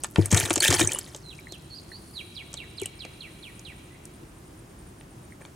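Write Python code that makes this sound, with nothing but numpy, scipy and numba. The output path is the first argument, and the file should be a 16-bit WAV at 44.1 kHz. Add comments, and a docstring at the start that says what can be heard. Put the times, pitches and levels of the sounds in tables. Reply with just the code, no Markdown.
"""A shallow plastic tub outdoors: two catfish thrash for a second, then settle with a few wet smacks and drips.
Their bodies thump the floor and trap air, which booms; torn water cracks and sprays as swarms of tiny bubbles,
each a short sine that rises in pitch, and all of them echo between the walls.
A bird sings gliding notes and a run of falling whistles, and an insect chirps, both shaky pure tones.
Behind them lies filtered noise: a low, distant rumble under airy hiss."""
import sys
import numpy as np
from scipy import signal
from scipy.fft import rfft, irfft
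from scipy.io import wavfile
from scipy.ndimage import uniform_filter1d
from numba import njit

SR = 44100
rng = np.random.default_rng(int(sys.argv[2]) if len(sys.argv) > 2 else 0)


def file_out(sig):
    """Save sig as 16-bit WAV at sys.argv[1]."""
    # one column per channel
    cols = np.atleast_2d(sig).T
    # limit, then scale
    lim = np.clip(cols, -1, 1)
    pcm = np.round(lim * 32767).astype(np.int16)
    wavfile.write(sys.argv[1], SR, pcm)


N = 244755
T = np.arange(N) / SR  # time of every sample, s


def undb(db):
    """Turn decibels into a plain factor."""
    return 10 ** (np.asarray(db) / 20)


def unit(x):
    """Scale to an average strength (rms) of 1."""
    return x / np.sqrt(np.mean(x ** 2) + 1e-20)


def add(out, s, x):
    """Mix x into out from time s."""
    i = max(int(s * SR), 0)
    out[..., i:i + x.shape[-1]] += x[..., :N - i]


def pan(x, db):
    """Place a sound by its left minus right level."""
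    return x * undb([[db / 2], [-db / 2]])


def band(x, lo_hz, hi_hz, order=2):
    """Keep the pitches between two limits."""
    limits_hz = [lo_hz, min(hi_hz, SR / 2 - 1)]
    return signal.sosfilt(signal.butter(order, limits_hz, "band", fs=SR, output="sos"), x)


def colour(x, points):
    """Filter by a curve of (pitch_hz, level_db) points."""
    hz, db = np.transpose(points)
    f = np.maximum(np.fft.rfftfreq(len(x), 1 / SR), 1)
    gain_db = np.interp(np.log(f), np.log(hz), db)
    return irfft(rfft(x) * undb(gain_db), len(x))


def walk(rate):
    """Smooth random wander around 0 with a spread near 1, drawing rate new values a second."""
    k = int(SR / rate)
    steps = np.repeat(rng.standard_normal(N // k + 1), k)
    return unit(uniform_filter1d(steps, k)[:N])


def diffuse(mid, side):
    """Left and right of a sound that arrives from all around, made of two unrelated noises."""
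    # how much left and right differ, by pitch: pitch_hz [Hz], side_minus_mid_db [dB]
    side_curve = [(150, -21), (700, 1), (8100, -5), (15000, -16)]
    return mid + colour(side, side_curve) * np.array([[1], [-1]])


def echoes(x, t60, lag_s):
    """Dense reflections: noise that starts after lag_s and fades by 60 dB in t60 seconds, of about unit energy."""
    t = T[:SR]
    fading = rng.standard_normal((2, SR)) * undb(-60 * t / t60) * (t > lag_s)
    tail = diffuse(*unit(fading))
    return signal.fftconvolve(np.atleast_2d(x), tail / np.sqrt(SR), axes=1)[:, :N]


def tub_air(x):
    """The air between the walls rings on a few pitches when the water sounds excite it."""
    # ringing of the air: pitch_hz [Hz], t60_s [s to fade by 60 dB], level_db [dB at the centre pitch]
    air_modes = [(363, 0.03, 10), (880, 0.17, 2), (1797, 0.075, 4), (1940, 0.039, -1), (3130, 0.022, 5)]
    out = 0
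    for hz, t60, db in air_modes:
        sharpness = hz * t60 * np.pi / np.log(1000)
        out = out + undb(db) * signal.lfilter(*signal.iirpeak(hz, sharpness, fs=SR), x)
    return out


@njit
def bubbles(length, start, hz, cycles, size, glide):
    """Sines that swell quickly and rise in pitch as they die; size sets their energy."""
    out = np.zeros(length)
    for k in range(len(start)):
        n, first, phase = int(cycles[k] * SR / hz[k]) + 2, int(start[k] * SR), 0.
        for i in range(min(n, length - first)):
            age = i / n
            phase += 2 * np.pi * hz[k] * (1 + glide * (age - 1 / 4)) / SR
            swell = age * age * np.exp(-11. * age)
            out[first + i] += size[k] * np.sin(phase) * swell / np.sqrt(n)
    return out


def cloud(length, start, lo_hz, hi_hz, cycles, scatter_db, glide=0.35):
    """Bubbles of random pitch, life and size at the given times."""
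    pitch, life, size = rng.random((len(start), 3)).T
    hz = lo_hz * (hi_hz / lo_hz) ** pitch
    gain = undb(-scatter_db * np.log(1 - .99 * size))  # many small ones, few large
    return bubbles(length, start, hz, cycles * 4 ** (life - .5), gain, glide)


def plop(hz, ring_s, glide):
    """One bubble swells, rings for ring_s and rises in pitch by its glide; peak 1."""
    cycles = np.full(1, float(hz * ring_s))
    x = bubbles(SR // 10, np.zeros(1), np.full(1, float(hz)), cycles, np.ones(1), float(glide))
    return x / abs(x).max()


def note(hz, db, waver=.005, flutter_db=3.5):
    """A near-pure whistle along a pitch curve, its pitch and level slightly shaky."""
    shake = unit(band(rng.standard_normal(SR // 4), 22, 240))[:len(hz)]
    phase = 2 * np.pi * np.cumsum(hz * (1 + waver * shake)) / SR
    level = undb(db + flutter_db * shake[::-1])
    return np.sqrt(2) * np.sin(phase) * level * signal.windows.tukey(len(hz), .14)


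def yard(yard_db=-47.5):
    """Nearly steady distant rumble under smooth air hiss, and a high hiss that swells twice."""
    # tone of the outdoor background: pitch_hz [Hz], level_db [dB per Hz, only the shape counts]
    yard_curve = [(20, -32), (43, -4), (149, -2.5), (249, -10.5), (340, -6), (463, -18), (1070, -23),
                  (4250, -34.5), (7800, -33.5), (9700, -32), (12000, -39), (15500, -42)]
    # swells of the high hiss: top_s [s at the top], half_width_s [s], level_db [dB at the top]
    hiss_swells = [(2.15, 0.22, -59), (3.45, 0.3, -62)]
    noises = (unit(colour(x, yard_curve)) for x in rng.standard_normal((2, N)))
    air = diffuse(*noises) * undb(yard_db + .5 * walk(12))
    swell = sum(undb(top_db) / (1 + ((T - s) / half_s) ** 2) for s, half_s, top_db in hiss_swells)
    hiss = unit(band(rng.standard_normal((2, N)), 9200, 10400, order=1))
    return air + diffuse(*hiss) * swell


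def insect(level_db=-61.5, gap_s=0.018, period_s=.097, stroke_s=.013, top_hz=9200, end_hz=8600, count=52):
    """After a second, about ten uneven chirps a second, each two short wing strokes that slant down in pitch."""
    out = np.zeros(N)
    times = 1.15 + np.cumsum(period_s * rng.uniform(.65, 1.35, count))
    slant = np.linspace(top_hz, end_hz, int(stroke_s * SR))
    for s in times[times < T[-1] - 2 * gap_s]:
        for stroke in range(2):
            pitch, db = rng.normal([1, 0], [.008, 2])  # no two strokes quite alike
            add(out, s + stroke * gap_s, note(slant * pitch, db))
    return out * undb(level_db)


def gliding_notes(swell_db=11.5):
    """The bird's separate notes follow drawn pitch curves and swell over their first half."""
    # five opening notes and a faint last one: level_db [dB before colour and trim],
    # contour [list of time_s [s], pitch_hz [Hz]]
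    gliding = [(-48, [(1.225, 4450), (1.25, 4150), (1.3, 3990), (1.32, 3050), (1.345, 2320)]),
               (-46, [(1.485, 4050), (1.52, 4360), (1.537, 3396), (1.565, 2430)]), (-40.5, [(1.695, 4460),
               (1.741, 4300), (1.751, 4800), (1.776, 4910), (1.795, 4130)]), (-41.5, [(1.915, 4170),
               (1.95, 4445), (1.972, 4820)]), (-39, [(2.132, 5300), (2.146, 4550), (2.178, 3914),
               (2.222, 1950)]), (-48, [(3.9, 1947), (3.97, 2120)])]
    out = np.zeros(N)
    for db, contour in gliding:
        s, hz = np.transpose(contour)
        at = np.arange(s[0], s[-1], 1 / SR)
        swell = swell_db * np.minimum(2 * np.linspace(0, 1, len(at)) - 1, 0)
        add(out, s[0], note(np.interp(at, s, hz), db + swell))
    return out


def falling_whistles(whistle_s=.082, drop_hz_per_s=100000, glide_hz=3325, sag_hz_per_s=18500):
    """Each whistle drops steeply from its top onto a slower glide, which starts at glide_hz and sags."""
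    # the run of whistles: start_s [s], top_hz [Hz], level_db [dB before colour and trim]
    whistles = [(2.347, 5860, -41), (2.566, 4855, -42), (2.769, 5545, -42), (2.989, 5700, -42.5),
                (3.203, 4730, -43.5), (3.425, 4750, -45), (3.646, 4910, -44)]
    out, t = np.zeros(N), T[:int(whistle_s * SR)]
    for s, top_hz, db in whistles:
        above_hz = top_hz - glide_hz
        hz = glide_hz - sag_hz_per_s * t + above_hz * np.exp(-t * drop_hz_per_s / above_hz)
        add(out, s, note(hz, db, waver=.017))
    return out


def bird(level_db=-3, far_db=-5.0, near_db=-6.5):
    """Gliding notes and a run of falling whistles, thrown back by the ground and, duller, by the trees."""
    # some pitches of the song carry better than others: pitch_hz [Hz], level_db [dB]
    bird_colour = [(1950, -6), (2110, -15), (2280, 0.5), (2560, -3), (2750, 0), (3080, -5), (3280, 3.5),
                   (3520, -4.5), (3850, 5), (4500, -3), (5350, -10), (5750, -4)]
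    song = colour(gliding_notes() + falling_whistles(), bird_colour)
    dulled = band(song, 20, 3700)
    trees = undb(far_db) * echoes(dulled, t60=2.4, lag_s=0.039)
    ground = undb(near_db) * echoes(song, t60=0.13, lag_s=0.0054)
    return undb(level_db) * (pan(song, -8.0) + ground + trees)


def froth(level_db=-56, fade_db_per_s=4, count=900):
    """Leftover foam fizzes away ever more quietly, as small bubbles at random times."""
    x = cloud(N, rng.uniform(0, T[-1], count), 4500, 12000, cycles=8, scatter_db=2.5)
    return unit(x) * undb(level_db - fade_db_per_s * T)


def drips(first_s=.83, last_s=1.14, level_db=-19, fade_db_per_s=62, count=24):
    """Flung water falls back as fine drips of uneven strength that grow fainter overall."""
    out = np.zeros(N)
    spacing_s = (last_s - first_s) / count
    for s, (early, pitch, size) in zip(np.linspace(first_s, last_s, count), rng.random((count, 3))):
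        db = level_db - fade_db_per_s * (s - first_s) - 14 * size
        drip = plop(10000 - 7500 * pitch ** 2, .003, .15)
        add(out, s - early * spacing_s, undb(db) * drip)
    return out


def stir(attack_s=.01, drop_t60_s=.09, runoff_db=-12, runoff_t60_s=0.87):
    """Slosh and spray of all strokes: each swells, holds, drops quickly and runs off slowly."""
    # tail strokes that stir the water: start_s [s], length_s [s],
    # slosh_db and spray_db [dB, before the churn sets the balance]
    strokes = [(0.172, 0.1, -42.5, -43.5), (0.302, 0.16, -39.5, -30), (0.359, 0.042, -40, -26.5),
               (0.411, 0.09, -36, -39.5), (0.616, 0.066, -38.5, -21), (0.694, 0.053, -29.5, -24),
               (0.774, 0.057, -29.5, -26.5), (0.897, 0.073, -43, -44), (5.401, 0.013, -49, -55)]
    power = np.zeros((2, N))
    for s, length, slosh_db, spray_db in strokes:
        after = np.maximum(T - s - length, 0)
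        drop = undb(-60 * after / drop_t60_s)
        runoff = undb(runoff_db - 60 * after / runoff_t60_s)  # water running back
        shape = np.clip((T - s) / attack_s, 0, 1) * np.maximum(drop, runoff)
        power += (undb([[slosh_db], [spray_db]]) * shape) ** 2
    return np.sqrt(power)


def churn(gurgle_db=-8, slosh_db=-7, spray_db=-6.0, medium_db=0, mist_db=-9, count=9000):
    """Stirred water gurgles, sloshes and sprays: rising bubbles of all sizes, the smaller in quick uneven spurts."""
    slosh, spray = stir()
    out = 0
    for side_db in (1.5, -1.5):  # two separate swarms, a little left and a little right
        start = rng.uniform(0, T[-1], count)
        deep = cloud(N, start[::10], 86, 535, cycles=6.4, scatter_db=2.5)
        large = cloud(N, start[::6], 520, 2600, cycles=8, scatter_db=3.5)
        medium = cloud(N, start[1::3], 1600, 6800, cycles=16, scatter_db=4)
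        fine = cloud(N, start, 6100, 10150, cycles=22, scatter_db=4)
        mist = cloud(N, start, 10000, 14700, cycles=10, scatter_db=5)
        drops = unit(undb(medium_db) * unit(medium) + unit(fine) + undb(mist_db) * unit(mist))
        splash = unit(large) * slosh * undb(slosh_db) + drops * spray * undb(spray_db)
        splash = splash * undb(2.5 * walk(170))  # the spurts
        gurgle = unit(deep) * slosh * undb(gurgle_db)
        out = out + pan(splash, side_db) + pan(gurgle, 6.5 + side_db)
    return out


def plops(ring_s=.008, glide=0.16, level_db=-1):
    """Single drops and bubbles ring briefly and rise in pitch; one lasts and rings on a steady pitch."""
    # single drops and bursting bubbles, some in quick pairs:
    # start_s [s], level_db [dB before the overall trim], pitch_hz [Hz]
    single_plops = [(0.605, -12, 4440), (0.658, -13.5, 2560), (0.748, -13.5, 9600), (0.769, -21, 4570),
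                    (0.816, -15, 3690), (0.847, -16.5, 6900), (0.8728, -13.5, 6150), (0.8735, -11, 8540),
                    (0.892, -22.5, 2418), (0.9472, -17, 9700), (0.958, -29.5, 1100), (1.389, -36, 2320),
                    (1.47, -33.5, 2030), (1.917, -36.5, 1870), (2.857, -26, 2900), (5.322, -39.5, 2060)]
    # a bubble that stays whole: start_s [s], level_db [dB], pitch_hz [Hz], life_s [s]
    lasting_bubble = (0.94, -41, 2940, .085)
    out = np.zeros(N)
    for s, db, hz in single_plops:
        add(out, s, undb(db + level_db) * plop(hz, ring_s, glide))
    s, db, hz, life_s = lasting_bubble
    add(out, s, undb(db) * plop(hz, life_s, 0))
    return out


def burst(lo_hz, hi_hz, cycles, spread_s, count):
    """A handful of bubbles of related size, born almost together; rms 1 if packed into 5 ms."""
    start = spread_s * rng.gamma(2, size=count) * np.linspace(.2, 1, count)
    centre = lo_hz * (hi_hz / lo_hz) ** rng.random()
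    low, high = np.sqrt(lo_hz * centre), np.sqrt(hi_hz * centre)
    return unit(cloud(SR // 10, start, low, high, cycles, scatter_db=0.5)) / np.sqrt(20)


def smacks(crack_db=-2, large_db=-4, medium_db=-4.5, fine_db=-15, mist_db=-30, spread_s=.0025):
    """A water film tears: a sharp crack, then a burst of large, medium and fine bubbles and a little mist."""
    # wet smacks of skin and water: start_s [s], level_db [dB],
    # depth_db [dB: the deeper the water, the more big bubbles]
    smack_table = [(0.036, -13.5, -22), (0.0441, -15, -13.5), (0.1589, -26, 2), (0.2582, -12, -41),
                   (0.3148, -7.5, -31), (0.327, -8.5, -15.5), (0.3454, -6.5, -18), (0.3621, -20, -9),
                   (0.373, -6, -21), (0.4, -8.5, -23), (0.498, -16, -25), (0.5053, -10.5, -8.5),
                   (0.530, -14, -32), (0.538, -12, -30), (0.5577, -6.5, -19), (0.578, -13.5, -14),
                   (0.6031, -7.5, -25), (0.6279, -9, -29), (0.681, -7.5, -24), (0.7038, -8, -13.5),
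                   (0.726, -10.5, -9), (0.7411, -8.5, -14), (0.7941, -8.5, -12), (0.801, -7, -29),
                   (0.8105, -14.5, -8.5), (0.919, -12.5, -28), (0.933, -14, -45), (0.9872, -13.5, -26),
                   (1.1473, -26, -12.5), (1.163, -27, -34), (1.522, -26.5, -15), (2.53, -30, -25),
                   (2.5402, -20.5, -20.5), (2.574, -36, -34), (2.799, -27, -36), (2.816, -22.5, -17.5),
                   (2.834, -29, -33), (2.858, -16, -27), (3.05, -32.5, -6), (3.594, -31.5, -31),
                   (4.0538, -28, -37), (5.01, -48.5, -1), (5.451, -43.5, 1), (5.459, -43, -36)]
    out = np.zeros((2, N))
    for s, db, depth in smack_table:
        tear_s = spread_s * undb(0.33 * db)  # a small film tears sooner
        x = undb(crack_db) * plop(rng.uniform(5500, 9000), .0014, 0)
        x += undb(depth + large_db) * burst(400, 2600, cycles=3.5, spread_s=2 * tear_s, count=10)
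        x += undb(depth + medium_db) * burst(1460, 7300, cycles=8.5, spread_s=1.3 * tear_s, count=10)
        x += undb(fine_db) * burst(5600, 11200, cycles=9, spread_s=tear_s, count=10)
        x += undb(mist_db) * burst(6900, 16000, cycles=10, spread_s=tear_s, count=20)
        add(out, s, x * undb(db))
    return out


def thumps(t60=0.045, rise_s=0.0017, ring_db=-8, level_db=-1, left_db=6, push_s=0.0019, left_lag_s=0.00025):
    """Each blow squeezes a pocket of air, which booms; the deep, heavy ones also set the floor ringing most."""
    # bodies hitting the wet floor: start_s [s], level_db [dB before the overall trim],
    # pitch_hz [Hz, of the trapped air]
    blows = [(0.1835, -7.5, 150), (0.1908, -9, 332), (0.325, -13, 200), (0.335, -12, 121),
             (0.361, -18, 135), (0.432, -25, 112), (0.507, -16, 325), (0.57, -20, 325), (0.691, -17, 118),
             (0.741, -20, 355), (0.81, -12.5, 320), (0.838, -21, 130), (2.82, -22, 382), (4.231, -37, 300)]
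    # the loaded tub floor: pitch_hz [Hz], t60_s [s to fade by 60 dB], level_db [dB before ring_db]
    floor_modes = [(100.3, 0.2, 10), (347.6, 0.21, -4), (456, 0.11, -1), (940, 0.037, 17.5)]
    out, t = np.zeros((2, N)), T[:SR // 3]
    push = np.sin(np.pi * np.minimum(t / push_s, 1)) ** 2  # soft flesh spreads the force in time
    floor = sum(undb(db - 60 * t / ring_s) * np.sin(2 * np.pi * hz * t) for hz, ring_s, db in floor_modes)
    floor = signal.fftconvolve(floor, push / push.sum())[:len(t)]
    for s, db, hz in blows:
        weight = min(1, 170 / hz) ** 2
        boom = np.sin(2 * np.pi * hz * t) * undb(-60 * t / t60) * (1 - np.exp(-t / rise_s))
        blow = boom / abs(boom).max() + weight * undb(ring_db) * floor
        add(out, s, pan(blow * undb(db + level_db), left_db * np.sqrt(weight)))
    late_left = np.interp(T - left_lag_s, T, out[0])
    return band(np.array([late_left, out[1]]), 103.5, 940)


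def scene(wall_db=-8, air_db=-3, wall_top_hz=6000):
    """The water sounds pass through the tub, whose walls return little treble; bird, insect and yard lie outside it."""
    outside = yard() + insect() + bird()
    water = froth() + drips() + churn() + plops() + smacks()
    wall_sound = band(water.mean(axis=0), 22, wall_top_hz, order=1)
    walls = undb(wall_db) * echoes(wall_sound, t60=0.092, lag_s=0.00063)
    return outside + water + walls + undb(air_db) * tub_air(water) + thumps()


def record(dry, top_hz=15900):
    """The recorder cuts the top: a steep filter removes what lies above top_hz."""
    return signal.sosfilt(signal.ellip(8, .2, 70, top_hz, fs=SR, output="sos"), dry)


dry = scene()
out = record(dry)
file_out(out)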